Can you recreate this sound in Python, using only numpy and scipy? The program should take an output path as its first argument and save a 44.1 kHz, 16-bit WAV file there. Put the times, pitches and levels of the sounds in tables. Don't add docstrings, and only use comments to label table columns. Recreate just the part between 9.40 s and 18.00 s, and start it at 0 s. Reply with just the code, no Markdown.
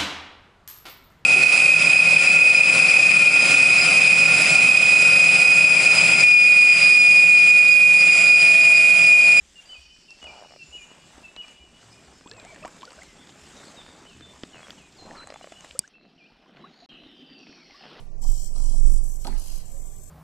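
import sys
import numpy as np
from scipy import signal
from scipy.fft import rfft, irfft, next_fast_len
from scipy.io import wavfile
from scipy.ndimage import uniform_filter1d, map_coordinates

SR = 44100
rng = np.random.default_rng(int(sys.argv[2]) if len(sys.argv) > 2 else 0)


def generate_wav(sig):
    pcm = np.round(np.clip(np.atleast_2d(sig).T, -1, 1) * 32767).astype(np.int16)
    wavfile.write(sys.argv[1], SR, pcm)


def linear_from_db(decibels):
    return 10 ** (np.asarray(decibels, float) / 20)


N = 379244

SPLICE_S, FADE_S, FADE_DB = 6.49, 0.12, -2
GAP_START_S, GAP_END_S = 7.4615, 7.489

# time_s, flow_db
FLOW = [(0.0, -68), (0.78, -68), (.84, -62), (1.03, -61), (1.86, -58.5), (2.12, -63.5), (2.3, -61.5),
        (2.55, -57.5), (2.85, -59), (3.24, -53.5), (3.49, -59), (4.09, -54), (4.64, -56.5), (4.78, -56.5),
        (5.28, -59.5), (5.74, -55.5), (5.86, -61), (6.09, -61), (6.24, -61), (6.36, -64)]
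# time_s, murmur_db, chorus_db
LATE_LEVELS = [(6.5, -69.5, -62), (6.59, -68, -68.5), (6.72, -62.5, -68), (7.24, -55, -61.5),
               (7.67, -57.5, -60.5), (7.91, -54.5, -60), (8.14, -57, -61.5), (8.37, -61, -58),
               (8.43, -59, -58), (8.6, -55, -54)]
# (relative, per Hz)
MURMUR_COLOUR = [(41, -30), (70, -3), (107, -9.5), (156, 0.5), (413, -5), (450, -14.5), (580, -37),
                 (990, -120)]
BABBLE_COLOUR = [(260, -31.5), (450, -4), (620, -1), (865, -3), (929, -4), (1960, -8.5), (2500, -12.5),
                 (3250, -42.5), (5500, -120)]
HISS_COLOUR = [(880, -22), (1500, -8.5), (2190, -7), (2720, -4), (2830, -4), (3550, -4.5), (3920, -7.5),
               (5220, -6), (5770, -8.5), (7690, -4.5), (10700, -26), (13100, -29), (16000, -50)]
# (relative, per Hz)
LATE_MURMUR_COLOUR = [(41, -64), (70, -33), (118, -29), (146, -5.5), (261, -4.5), (577, -14), (755, -10.5),
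                      (945, -22.5), (1280, -22), (2500, -32), (3250, -52), (5500, -120)]
CHORUS_COLOUR = [(880, -17.5), (1500, -10.5), (1770, -11), (2060, -11.5), (2330, -12), (3050, -7.5),
                 (3200, -7.5), (4560, -15.5), (5450, -19), (6750, -33.5), (14000, -46.5)]
DRONE_COLOUR = [(120, -40), (190, -9.5), (260, 0), (340, -8), (520, -30), (900, -120)]
CAST_COLOUR = [(150, -20), (300, -2), (800, 0), (1500, -4), (3000, -6), (4200, -16), (6000, -40),
               (9000, -120)]
# centre_s, peak_db, half_length_s
RUSTLES = [(.2, -58, 0.19), (.9, -58, 0.13), (1.3, -61.5, 0.11), (1.7, -57, 0.25), (2.08, -58.5, 0.062),
           (2.57, -58.5, 0.19), (3.25, -56, 0.24), (3.7, -57, 0.28), (4.25, -52, 0.2), (4.7, -59, 0.22),
           (5.0, -57.5, 0.088), (5.28, -54.5, 0.11), (5.65, -60.5, 0.23), (6.03, -58, 0.11),
           (6.25, -56, 0.098)]
# centre_s, peak_db, half_length_s
LURCHES = [(.2, -69, .3), (1.7, -75, .5), (3.14, -63, 0.1), (3.76, -62, 0.11), (4.5, -74, .2),
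           (5.84, -67, .1), (6.27, -75, 0.09), (8.6, -66, 0.072)]
# centre_s, peak_db, half_length_s
DRONE_SWELLS = [(7.55, -63, .12), (7.75, -55, 0.14), (8.0, -55, 0.14)]
# centre_s, peak_db, half_length_s
CAST_SWELLS = [(8.45, -57, .05), (8.6, -52, .12)]
LEAVES_DB = -62.5
BABBLE_DB, BABBLE_FLOW, BABBLE_RUSTLE = -60, 0.663, 0.84
WIND_DB, WIND_LATE_DB = -73, -75.5

# start_s, level_db, pitch_hz
THUMPS = [(0.018, -51.5, 68), (0.386, -47.5, 67), (0.839, -47.5, 70), (1.293, -47.5, 66.5),
          (1.752, -50, 63), (2.212, -48, 64.6), (2.683, -48.5, 66), (3.122, -54, 64), (3.573, -49, 68.3),
          (4.026, -48, 71), (4.487, -51.5, 78.1), (4.755, -48.5, 80), (4.942, -50, 66),
          (5.413, -54.5, 64.4), (5.862, -53.5, 79), (6.309, -52, 66.4), (6.629, -68.5, 40.4)]
# start_s, level_db, pitch_hz
HUMS = [(2.451, -53, 112), (2.908, -54.5, 108), (4.761, -54, 127), (5.62, -56, 94.2)]

# time_s (into phrase), offset_hz, offset_db
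PHRASE_NOTES = [
    [(0, 130, -8), (.012, 28, -4.5), (.036, -17, -1), (.052, 21, -4)],
    [(.134, -32, -9), (.144, 6, -1.5), (.176, 1, 2), (.186, -40, 5.5)],
    [(.186, 260, -3), (.198, 58, -3.5), (.212, -1.5, -3), (.242, -6, -8)],
]
# start_s, pitch_hz (one per note), level_db (one per note)
PHRASES = [(0.154, (2800, 3016, 2490), (-41.5, -41, -40)), (.68, (2700, 2910, 2370), (-43, -40, -40.5)),
           (1.188, (2696, 2900, 2420), (-39.5, -41, -41.5)), (1.833, (2640, 2920, 2390),
           (-40.5, -40, -45.5))]
# time_s (into call), offset_hz, offset_db
DIVING_NOTES = [
    [(0, 1949, -14), (.01, 949, -15), (.024, 369, -7), (.034, 100, -1), (.05, -2.5, -0.5), (.075, 40, -4),
     (.1, 70.5, -9), (.112, 70.5, -11)],
]
# start_s, pitch_hz (one per note), level_db (one per note)
DIVING_CALLS = [(5.555, (4104,), (-48.5,)), (5.747, (4013,), (-45,))]
# start_s, length_s, first_hz, last_hz, peak_db
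WHISTLES = [(2.505, 0.064, 5070, 5160, -54), (2.72, 0.086, 5200, 5290, -60), (2.86, 0.051, 7770, 7450, -54),
            (2.96, 0.055, 7730, 7360, -55), (3.185, 0.043, 2400, 2400, -57), (3.575, .05, 2820, 2800, -60),
            (3.662, .085, 2150, 1980, -57), (4.16, 0.045, 3950, 3500, -49),
            (4.365, 0.054, 3870, 3430, -46.5), (4.655, 0.028, 2940, 3010, -49.5),
            (4.82, 0.055, 3560, 3530, -46), (5.22, 0.041, 3380, 3290, -50), (5.94, 0.04, 3500, 3420, -56),
            (6.09, .06, 3480, 3420, -60), (6.02, 0.028, 2780, 3150, -49), (6.125, 0.033, 3000, 2780, -55),
            (6.155, .025, 2780, 3020, -46.5), (6.183, .03, 3020, 2776, -48), (7.2, .12, 3970, 3860, -59),
            (7.32, 0.038, 4250, 4400, -59), (7.49, 0.03, 3230, 3150, -48), (7.945, 0.042, 2730, 2680, -52)]
# start_s, length_s, end_hz, middle_hz, peak_db
ARCS = [(2.514, 0.093, 2345, 2460, -59), (3.781, 0.062, 3120, 3560, -57.5),
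        (6.536, 0.043, 2500, 2697, -54.5), (6.778, 0.1, 3150, 2385, -56.5)]
# start_s, length_s, first_hz, last_hz, peak_db
SLIDES = [(4.682, .075, 3110, 2570, -49), (5.13, .075, 3010, 2520, -48), (5.375, 0.098, 3020, 2460, -53.5)]
# time_s, pitch_hz, level_db
WARBLE = [(2.83, 2420, -68), (2.9, 2550, -60), (2.945, 2720, -53), (2.98, 2520, -53), (3.012, 2400, -49),
          (3.025, 2250, -60), (3.05, 2000, -59), (3.075, 2310, -54), (3.1, 2330, -50), (3.14, 2200, -62),
          (3.16, 1950, -66)]
PEAK_AT, SWELL_DB, DIE_DB = 0.51, -4.5, -6.5
SLIDE_S, SLIDE_DB = 0.028, -8.5
# start_s, end_s, centre_hz, chirps_per_s, level_db
BUZZES = [(0.382, 1.27, 5046, 109, -56), (6.74, 6.896, 4910, 72, -67.5), (7.99, 8.596, 4970, 82, -56),
          (8.392, 8.6, 3015, 62, -54.5)]
# start_s, end_s, centre_hz, sweep_hz, level_db
RATTLES = [(0.255, 0.382, 4685, 200, -53), (.3, 1.25, 4280, 200, -70), (1.233, 1.443, 7110, 300, -56),
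           (1.29, 1.474, 6730, 300, -62), (6.499, 6.702, 4120, 400, -67.5), (7.278, 7.462, 6590, 902, -76),
           (7.358, 7.459, 4260, 890, -58), (7.493, 7.592, 2805, 499, -49.5), (7.488, 7.55, 3800, 400, -59),
           (7.65, 7.73, 3650, 400, -56), (7.6, 7.77, 3050, 350, -56), (7.73, 7.95, 3500, 300, -63),
           (7.8, 7.95, 2700, 200, -62), (7.491, 7.661, 4020, 250, -62.5), (7.678, 7.76, 5330, 150, -70),
           (7.756, 7.8, 4800, 250, -65), (7.781, 7.83, 3080, 200, -53), (7.771, 7.954, 3067, 300, -57),
           (7.863, 8.013, 4700, 250, -56.5), (8.033, 8.453, 4290, 150, -63.5)]
BUZZ_SWEEP, BUZZ_BLUR = 0.325, 0.72
RATTLE_RATE, SMEAR_HZ = 61, 1000
SAG = .03
# frequency_hz, t60_s
FOREST_T60 = [(2000, 2), (4500, 1.1), (8000, 0.6)]
NEAR_TRUNKS_DB, NEAR_TRUNKS_T60 = 3, .12

# start_s, level_db, pitch_hz, crack_db (dull crack under the tick)
TICKS = [(0.564, -52, 4430, -55.5), (0.7067, -32, 5500, -57.5), (.828, -37, 7300, -45),
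         (.842, -35, 7700, -47), (1.9638, -32, 3996, -42.5), (2.082, -36, 5470, -51),
         (2.875, -33.5, 3360, -53), (2.8973, -38, 5400, -71), (2.914, -25.5, 4270, -50),
         (2.9357, -38, 4230, -58), (2.999, -32, 3970, -53), (3.05, -34, 7000, -46),
         (3.146, -38, 7360, -56.5), (3.161, -46, 3000, -45), (3.367, -38, 7740, -57),
         (3.531, -37, 7750, -63), (2.81, -55, 1500, -50), (1.5152, -55, 1400, -50), (2.395, -58, 1000, -53),
         (3.25, -44, 3250, -35.5), (3.256, -33, 6950, -38.5), (3.2785, -31.5, 7960, -43.5),
         (3.4117, -33, 3460, -61), (3.421, -30.5, 3020, -47), (3.4304, -31, 3120, -44),
         (3.453, -28, 4550, -53), (3.5059, -37, 4630, -48), (3.5193, -37, 7740, -46),
         (3.6333, -33.5, 7400, -45.5), (3.872, -40, 3480, -55), (3.8927, -37, 3620, -50),
         (4.4164, -45, 3700, -48), (4.464, -46, 3300, -46), (4.49, -53, 3300, -44.5),
         (4.809, -42, 4800, -46), (5.035, -27, 3520, -38), (5.3058, -24.5, 3320, -46),
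         (5.873, -30.5, 7700, -50), (5.9036, -34, 5030, -46), (5.9409, -37, 7000, -46),
         (6.122, -37, 7240, -44), (6.208, -32.5, 6540, -54), (6.2471, -37, 7550, -43.5),
         (6.3103, -28, 3100, -54), (6.4776, -37.5, 6100, -53.5), (7.1697, -49.5, 3170, -49),
         (7.025, -60, 1500, -56.5), (7.095, -50, 2000, -56), (7.295, -51.5, 4790, -65.5),
         (7.522, -45, 2300, -60), (7.635, -52, 2500, -56), (8.069, -40, 2300, -51), (8.099, -43, 2300, -56),
         (8.129, -42, 2200, -65), (8.309, -44, 2400, -55), (8.4547, -41, 3260, -44)]
FAINT_TICK_DB = -46.5
HANDLING_START_S, HANDLING_END_S = 2.8, 6.4
# time_s, slips_per_s, level_db
CREAK = [(.836, 150, -41), (.9, 160, -42), (1.0, 110, -40), (1.03, 90, -38), (1.072, 75, -42)]
# start_s, level_db
SLACK_SLIPS = [(1.1087, -51), (1.122, -50), (1.1378, -50), (1.162, -48), (5.8414, -49), (5.8733, -48),
               (5.903, -40.5), (5.9236, -43), (5.9422, -43.5), (5.96, -42.5), (6.012, -45.5),
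               (6.0438, -42.5), (6.073, -45), (6.1216, -43), (6.2464, -45)]
# first_s, last_s, gap_s, level_db
TIGHT_RUNS = [(5.1455, 5.204, 0.012, -39.5), (5.231, 5.229, .012, -37), (5.2697, 5.2968, 0.014, -37.5),
              (6.554, 6.6114, .029, -52), (6.652, 6.652, .029, -50)]
SLACK_EDGE_DB, TIGHT_BODY_DB = 5.5, -15.5
# pitch_hz, level_db
STRAP_MODES = [(660, 2.5), (1150, -5.5)]
# start_s, level_db
KNOCKS = [(1.5152, -42), (1.78, -35), (2.8604, -33), (3.0298, -37), (4.809, -38), (5.035, -25),
          (7.636, -44), (8.0946, -37)]
# start_s, level_db
CLOSE_TICKS = [(3.1, -60), (3.2771, -46), (3.6333, -53), (5.1557, -58), (5.304, -46), (5.5727, -63),
               (5.9995, -55)]
# time_s, slip_db, slips_per_s, squeak_db, resonance_hz
RUB = [(5.56, -58, 200, -75, 750), (5.6, -49, 220, -66, 784), (5.655, -42.5, 190, -58, 800),
       (5.74, -41, 200, -51, 850), (5.76, -47, 400, -53, 1400), (5.79, -50, 500, -49, 1252),
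       (5.82, -50, 550, -47, 1450), (5.834, -49, 550, -48, 1705)]
RUB_END_S = .003
SNAP_S, SNAP_DB = 6.3917, -2.3
# pitch_hz, level_db (relative to the snap), t60_s
WIRE_MODES = [(174.3, -28.5, 0.024), (2400, -37.5, 0.019), (4760, -32, 0.032), (5200, -9.5, 0.0047),
              (6880, -18.5, 0.0092), (8320, -0.5, 0.0026), (8830, 1.5, 0.0024), (9658, -22.5, 0.00547),
              (11220, -24, 0.00795), (12800, -26, 0.0059)]
# time_s, pitch_hz, level_db
SWISH = [(7.9, 2750, -78.5), (8.0, 2696, -54), (8.15, 2504, -56), (8.3, 2040, -62), (8.42, 1765, -60),
         (8.5, 1650, -68)]

# start_s, level_db, pitch_hz, t60_s, rise_per_s (pitch rise as a share)
PLOPS = [(2.861, -44, 883, 0.086, 16), (2.915, -49, 416, 0.25, 6), (2.965, -51.5, 599, 0.14, 26.5),
         (2.916, -43, 1650, .04, 6), (3.093, -47, 950, .04, 6), (3.145, -47, 1790, .04, 2),
         (3.172, -45, 540, .06, 2), (3.029, -51, 395, 0.046, 6), (3.05, -43.5, 652, 0.097, 13),
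         (3.12, -48.5, 698, 0.13, -5.5), (3.225, -44, 604, 0.17, 1.5), (3.231, -36.5, 2560, 0.025, 4),
         (3.24, -37, 1166, 0.04, 8), (3.251, -30, 654, 0.035, 20), (3.258, -36, 850, .04, 22),
         (3.268, -38, 1000, 0.06, 18), (3.432, -33.5, 970, 0.042, 17), (3.475, -50, 466, 0.13, 6.5),
         (3.477, -43, 1416, 0.05, 3), (3.517, -44.5, 847, 0.095, 20), (3.576, -50, 578, 0.32, 6),
         (3.59, -44, 1500, .03, 8), (3.618, -40, 1890, 0.05, 16), (3.812, -48, 1504, 0.053, -1),
         (6.352, -39.5, 500, 0.067, 5.5), (6.357, -49, 1190, 0.063, 13), (6.44, -43, 1445, 0.064, 10),
         (6.9, -56, 800, 0.06, 9), (7.062, -49, 1050, .04, -3), (7.242, -38.5, 1037, 0.072, 13.5),
         (7.423, -50, 659, 0.17, 5.5), (8.3, -51.5, 800, 0.072, 0), (8.31, -43.5, 2150, .05, -4),
         (8.345, -50, 1087, 0.086, 4.5), (8.409, -48, 794, 0.1, -1.5)]
BURST_AT = .5
STIR_START_S, STIR_END_S = 2.85, 3.65
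TRICKLE_START_S, TRICKLE_END_S = 6.85, 7.46


def unit(x):
    return x / np.sqrt(np.mean(x ** 2) + 1e-20)


def curves(rows):
    s, *columns = np.transpose(rows)
    return [np.interp(np.arange(N) / SR, s, column) for column in columns]


def swells(rows, floor_db):
    t = np.arange(0, N / SR + .01, .005)
    power = linear_from_db(floor_db) ** 2
    for s, db, half in rows:
        power = power + linear_from_db(db) ** 2 * np.exp(-((t - s) / half) ** 2)
    return np.interp(np.arange(N) / SR, t, 10 * np.log10(power))


def wobble(rate):
    knots = rng.standard_normal(int(N * rate / SR) + 4)
    return map_coordinates(knots, [np.arange(N) * rate / SR])


def add(x, s, sound):
    part = x[round(s * SR):][:len(sound)]
    part += sound[:len(part)]


def rush(spectrum, patchy_db, spiky_db):
    z = signal.stft(rng.standard_normal(N) * linear_from_db(spiky_db * wobble(250)), nperseg=512)[2]
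    patches = uniform_filter1d(uniform_filter1d(rng.standard_normal(z.shape), 6, 0), 10, 1)
    x = signal.istft(z * linear_from_db(patchy_db * unit(patches)), nperseg=512)[1][:N]
    m = next_fast_len(N)
    f, db = np.transpose([(5.5, -66.5)] + list(spectrum))
    colour = linear_from_db(np.interp(np.log(np.fft.rfftfreq(m, 1 / SR) + 1), np.log(f + 1), db))
    return unit(irfft(rfft(x, m) * colour, m)[:N])


def ring(hz, db, t60, attack, rise=0):
    t = np.arange(int(t60 * SR) + 8) / SR
    envelope = linear_from_db(db - 60 * t / t60) * (1 - np.exp(-t / attack))
    return envelope * np.sin(2 * np.pi * hz * (np.cumsum(np.exp(rise * t)) - 1) / SR)


def burst(low_hz, high_hz, db, t60):
    t = np.arange(int(t60 * SR) + 60) / SR
    puff = (rng.standard_normal(len(t)) + 3 * (t == 0)) * linear_from_db(-60 * t / t60)
    band = signal.butter(2, [low_hz, min(high_hz, 16000)], "band", fs=SR, output="sos")
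    puff = signal.sosfilt(band, puff)
    return linear_from_db(db) * puff / np.abs(puff).max()


def background():
    return np.where(np.arange(N) / SR < SPLICE_S, early_bed(), late_bed()) + wind_rumble()


def early_bed():
    flow_db, = curves(FLOW)
    hiss_db = swells(RUSTLES, LEAVES_DB)
    babble_db = BABBLE_DB + BABBLE_FLOW * (flow_db + 59.5) + BABBLE_RUSTLE * (hiss_db + 58)
    bed = linear_from_db(flow_db + 1.3 * wobble(9)) * rush(MURMUR_COLOUR, patchy_db=1.0, spiky_db=2.0)
    bed += linear_from_db(babble_db + 2.47 * wobble(9)) * rush(BABBLE_COLOUR, patchy_db=1.5, spiky_db=2.5)
    bed += linear_from_db(hiss_db + 0.78 * wobble(12)) * rush(HISS_COLOUR, patchy_db=2.0, spiky_db=1.0)
    return bed * linear_from_db(FADE_DB * np.clip(1 - (SPLICE_S - np.arange(N) / SR) / FADE_S, 0, 1))


def wind_rumble():
    early_db, late_db = swells(LURCHES, WIND_DB), swells(LURCHES[-1:], WIND_LATE_DB)
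    level_db = np.where(np.arange(N) / SR < SPLICE_S - FADE_S, early_db, late_db)
    colour = [(20, -4), (40, 1.0), (60, -9.0), (100, -30.5), (300, -90.5)]  # Hz, dB per Hz
    return linear_from_db(level_db + 3.0 * wobble(8)) * rush(colour, patchy_db=-2.0, spiky_db=-0.5)


def stream_bubbles():
    x = np.zeros(N)
    for when, pitch, size in rng.random((90, 3)):
        hz = 250 * 7 ** pitch
        add(x, when * N / SR, ring(hz, -3 - 2.7 * np.log(size), 35 / hz, 0.0047, 6))
    for when, pitch, size in rng.random((300, 3)):
        hz = 220 * 9 ** pitch
        add(x, when * N / SR, ring(hz, 3 - 3.8 * np.log(size), 5 / hz, 0.0001))
    return x * linear_from_db(curves(FLOW + [row[:2] for row in LATE_LEVELS])[0])


def thumps():
    x = np.zeros(N)
    for s, db, hz in THUMPS:
        add(x, s - .01, ring(hz, db + 7.0, 0.18, 0.016))
        add(x, s + .075, ring(.9 * hz, db - 2.5, .2, .015))
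    return x


def birds():
    near, far = whistles(), trills()
    x = near + far
    stretch = np.searchsorted([SPLICE_S, GAP_START_S], np.arange(N) / SR)
    for k in range(3):
        inside = stretch == k
        x += inside * forest(inside * (linear_from_db(-3.5) * near + linear_from_db(1.0) * far))
    return x


def whistles():
    x = np.zeros(N)
    for s, hz, db in notes():
        t = np.arange(s[0], s[-1], 1 / SR)
        edge = np.clip(np.minimum(t - s[0], s[-1] - t) / 0.0044, 0, 1)
        phase = 2 * np.pi * np.cumsum(np.interp(t, s, hz)) / SR
        add(x, s[0], edge * linear_from_db(np.interp(t, s, db)) * np.sin(phase))
    return x * linear_from_db(2.0 * wobble(90))


def notes():
    out = []
    for shape, rows in ((PHRASE_NOTES, PHRASES), (DIVING_NOTES, DIVING_CALLS)):
        for s, pitches, levels in rows:
            for note, hz, db in zip(shape, pitches, levels):
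                out.append(np.transpose(note) + [[s], [hz], [db]])
    u = np.linspace(0, 1, 11)
    swell = np.interp(u, [0, PEAK_AT, 1], [SWELL_DB, 0, DIE_DB])
    for s, length, first, last, db in WHISTLES:
        out.append((s + length * u, first + (last - first) * u, db + swell))
    for s, length, first, last, db in SLIDES:
        slide = np.exp(-(length * u / SLIDE_S) ** 1.7)
        out.append((s + length * u, last + (first - last) * slide, db + SLIDE_DB * u))
    for s, length, end, middle, db in ARCS:
        bend = np.abs(2 * u - 1) ** 2.8
        out.append((s + length * u, middle + (end - middle) * bend, db + 0 * u))
    return out + [np.transpose(WARBLE)]


def trills():
    x = np.zeros(N)
    uneven, leaves = 1 + .25 * wobble(30), wobble(500)
    rows = [(a, b, hz, BUZZ_SWEEP * hz, rate, db, BUZZ_BLUR) for a, b, hz, rate, db in BUZZES]
    rows += [(a, b, hz, sweep, RATTLE_RATE, db, min(sweep / SMEAR_HZ, 1)) for a, b, hz, sweep, db in RATTLES]
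    for start, end, centre_hz, sweep_hz, rate, db, blur in rows:
        count = round((end - start) * SR)
        turn = np.cumsum(rate * uneven[round(start * SR):][:count]) / SR % 1
        hz = centre_hz * np.linspace(1 + SAG / 2, 1 - SAG / 2, len(turn)) + sweep_hz * (.5 - turn)
        shimmer = 1 - blur + blur * leaves[round(start * SR):][:count]
        chirp_level = np.sin(np.pi * turn) ** 0.18
        add(x, start, linear_from_db(db) * shimmer * chirp_level * np.sin(2 * np.pi * np.cumsum(hz) / SR))
    return x * linear_from_db(1.1 * wobble(15))


def forest(x):
    out, step = np.zeros(N), SR // 3
    grain = linear_from_db(1.5 * wobble(30))
    for k in range(0, N, step):
        hz, t, z = signal.stft(rng.standard_normal(int(1.3 * SR)), SR, nperseg=128)
        t60 = np.interp(hz, *np.transpose(FOREST_T60))[:, None]
        fall = linear_from_db(-60 * t / t60) / np.sqrt(t60) + linear_from_db(NEAR_TRUNKS_DB - 60 * t / NEAR_TRUNKS_T60)
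        tail = signal.istft(z * fall, SR, nperseg=128)[1]
        tail = np.pad(tail * np.roll(grain, -k)[:len(tail)], (450, 0))
        if x[k:k + step].any():
            add(out, k / SR, signal.fftconvolve(x[k:k + step], tail / np.linalg.norm(tail)))
    return out


def gear():
    x = ticks() + straps() + knocks() + rub() + swish()
    x = signal.sosfilt(signal.butter(6, 9500, fs=SR, output="sos"), x)
    dull = signal.sosfilt(signal.butter(4, 4800, fs=SR, output="sos"), x)
    x = np.where(np.arange(N) < SPLICE_S * SR, x, dull)
    return x + close_ticks() + wire_snap()


def ticks():
    x = np.zeros(N)
    faint = []
    for when, loud, pitch in rng.random((26, 3)):
        s = HANDLING_START_S + when * (HANDLING_END_S - HANDLING_START_S)
        faint.append((s, FAINT_TICK_DB + 6 * loud, 3500 * 2.7 ** pitch, FAINT_TICK_DB - 12 - 7 * pitch))
    for s, db, hz, crack_db in TICKS + faint:
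        add(x, s - .0005, ring(hz, db - 5.0, 0.0091, 0.00017))
        add(x, s - .0005, burst(0.75 * hz, 1.35 * hz, db - 7, 0.012))
        add(x, s - .0005, burst(410, 2370, crack_db + 8.0, 0.018))
        add(x, s, ring(270, crack_db - 2, 0.031, 0.00023))
    return x


def straps():
    x = np.zeros(N)
    slips = [(s, db + SLACK_EDGE_DB, db, 1) for s, db in SLACK_SLIPS]
    for first, last, gap, db in TIGHT_RUNS:
        slips += [(s, db, db + TIGHT_BODY_DB, 1) for s in np.arange(first, last + gap / 2, gap)]
    u = (np.arange(300) / SR - .0008) / 0.00014
    kick = -(1 - u ** 2) * np.exp(-u ** 2 / 2)
    for s, edge_db, body_db, taut in slips + creak_slips():
        add(x, s - .0008, linear_from_db(edge_db + 4) * kick)
        for hz, db in STRAP_MODES:
            strap_hz = taut * hz * (1 + 0.1 * rng.standard_normal())
            add(x, s - .001, ring(strap_hz, body_db + db + 11.5, 0.016 / taut ** 2, 0.00075))
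    return x


def creak_slips():
    s, rate, db = np.transpose(CREAK)
    t = np.arange(s[0], s[-1], 1 / SR)
    turns = np.floor(np.cumsum(np.interp(t, s, rate)) / SR)
    slips = []
    for at in t[1:][np.diff(turns) > 0]:
        late, loud = rng.standard_normal(2)
        level = np.interp(at, s, db)
        slips.append((at + .0004 * late, level - 15.0 + 2.3 * loud, level - 7.5 + 1.5 * loud, 1.1))
    return slips


def knocks():
    x = np.zeros(N)
    for s, db in KNOCKS:
        add(x, s, ring(283, db, 0.018, 0.00034))
    return x


def close_ticks():
    x = np.zeros(N)
    for s, db in CLOSE_TICKS:
        add(x, s, burst(7800, 13000, db - 1, .004))
    return x


def rub():
    x = np.zeros(N)
    slip_db, rate, squeak_db, hz = curves(RUB)
    t = np.arange(N) / SR
    on = (t > RUB[0][0]) * np.clip(1 - (t - RUB[-1][0]) / RUB_END_S, 0, 1)
    turns = np.floor(np.cumsum(on * rate * linear_from_db(3.6 * wobble(90))) / SR)
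    for k in np.nonzero(np.diff(turns))[0]:
        size, colour = rng.standard_normal(2)
        db = slip_db[k] + 2.5 * size
        add(x, k / SR, ring(hz[k] * linear_from_db(2.5 * colour), db + 5.5, .012, 0.00025))
        add(x, k / SR, ring(330 * linear_from_db(1.5 * colour), db, .014, .0005))
        add(x, k / SR, burst(900, 3200, db - 9, .006))
    squeak = np.sin(2 * np.pi * np.cumsum(hz) / SR) * (0.66 + wobble(250))
    return on * (x + linear_from_db(squeak_db) * squeak)


def wire_snap():
    x = np.zeros(N)
    for hz, db, t60 in WIRE_MODES:
        add(x, SNAP_S, ring(hz, SNAP_DB + db + 4, t60, 0.00033))
        add(x, SNAP_S + 0.0025, ring(hz, SNAP_DB + db - 13.5, t60, .0003))
    return x


def swish():
    hz, db = curves([(7.85, 2810, -120)] + SWISH + [(8.55, 1660, -120)])
    return linear_from_db(db) * np.sin(2 * np.pi * np.cumsum(hz) / SR) * wobble(300)


def hums():
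    x = np.zeros(N)
    for s, db, hz in HUMS:
        add(x, s - .02, ring(hz, db + 7.0, 0.61, 0.036))
    return x


def plops():
    x = np.zeros(N)
    for s, db, hz, t60, rise in PLOPS:
        plop = ring(hz, db + 3.5, t60, 0.002, rise)
        t = np.arange(len(plop)) / SR
        add(x, s - .002, plop * np.clip((BURST_AT * t60 - t) / .006 + 1, 0, 1))
    for when, pitch, size in rng.random((130, 3)):
        s, hz = STIR_START_S + when * (STIR_END_S - STIR_START_S), 400 * 5 ** pitch
        add(x, s, ring(hz, -53.5 - 1.8 * np.log(size), 22 / hz, 0.0011, 14))
    for when, pitch, size in rng.random((45, 3)):
        s, hz = TRICKLE_START_S + when * (TRICKLE_END_S - TRICKLE_START_S), 550 * 3.5 ** pitch
        add(x, s, ring(hz, -59 - 2.5 * np.log(size), 14 / hz, .0005, 12))
    return x * linear_from_db(3 * wobble(220))


def late_bed():
    murmur_db, chorus_db = curves(LATE_LEVELS)
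    bed = linear_from_db(murmur_db + 1.8 * wobble(6.2)) * rush(LATE_MURMUR_COLOUR, patchy_db=2.5, spiky_db=0.0)
    bed += linear_from_db(chorus_db) * rush(CHORUS_COLOUR, patchy_db=3.0, spiky_db=1.5)
    bed += linear_from_db(swells(DRONE_SWELLS, -88)) * rush(DRONE_COLOUR, patchy_db=2, spiky_db=2.0)
    bed += linear_from_db(swells(CAST_SWELLS, -90)) * rush(CAST_COLOUR, patchy_db=2.5, spiky_db=2)
    return bed


def scene():
    mono = background() + stream_bubbles() + thumps() + birds() + gear() + hums() + plops()
    side = linear_from_db(-33) * (np.gradient(mono) + 0.25 * mono) * wobble(400)
    return np.array([mono + side, mono - side])


def low_pass(x):
    return signal.sosfilt(signal.butter(12, 16540, fs=SR, output="sos"), x)


def record(dry):
    t = np.arange(N) / SR
    limited = signal.sosfilt(signal.ellip(8, .5, 60, 16300, fs=SR, output="sos"), dry)
    mix = limited * ((t < GAP_START_S) | (t > GAP_END_S))
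    return low_pass(mix)


dry = scene()
out = record(dry)
generate_wav(out)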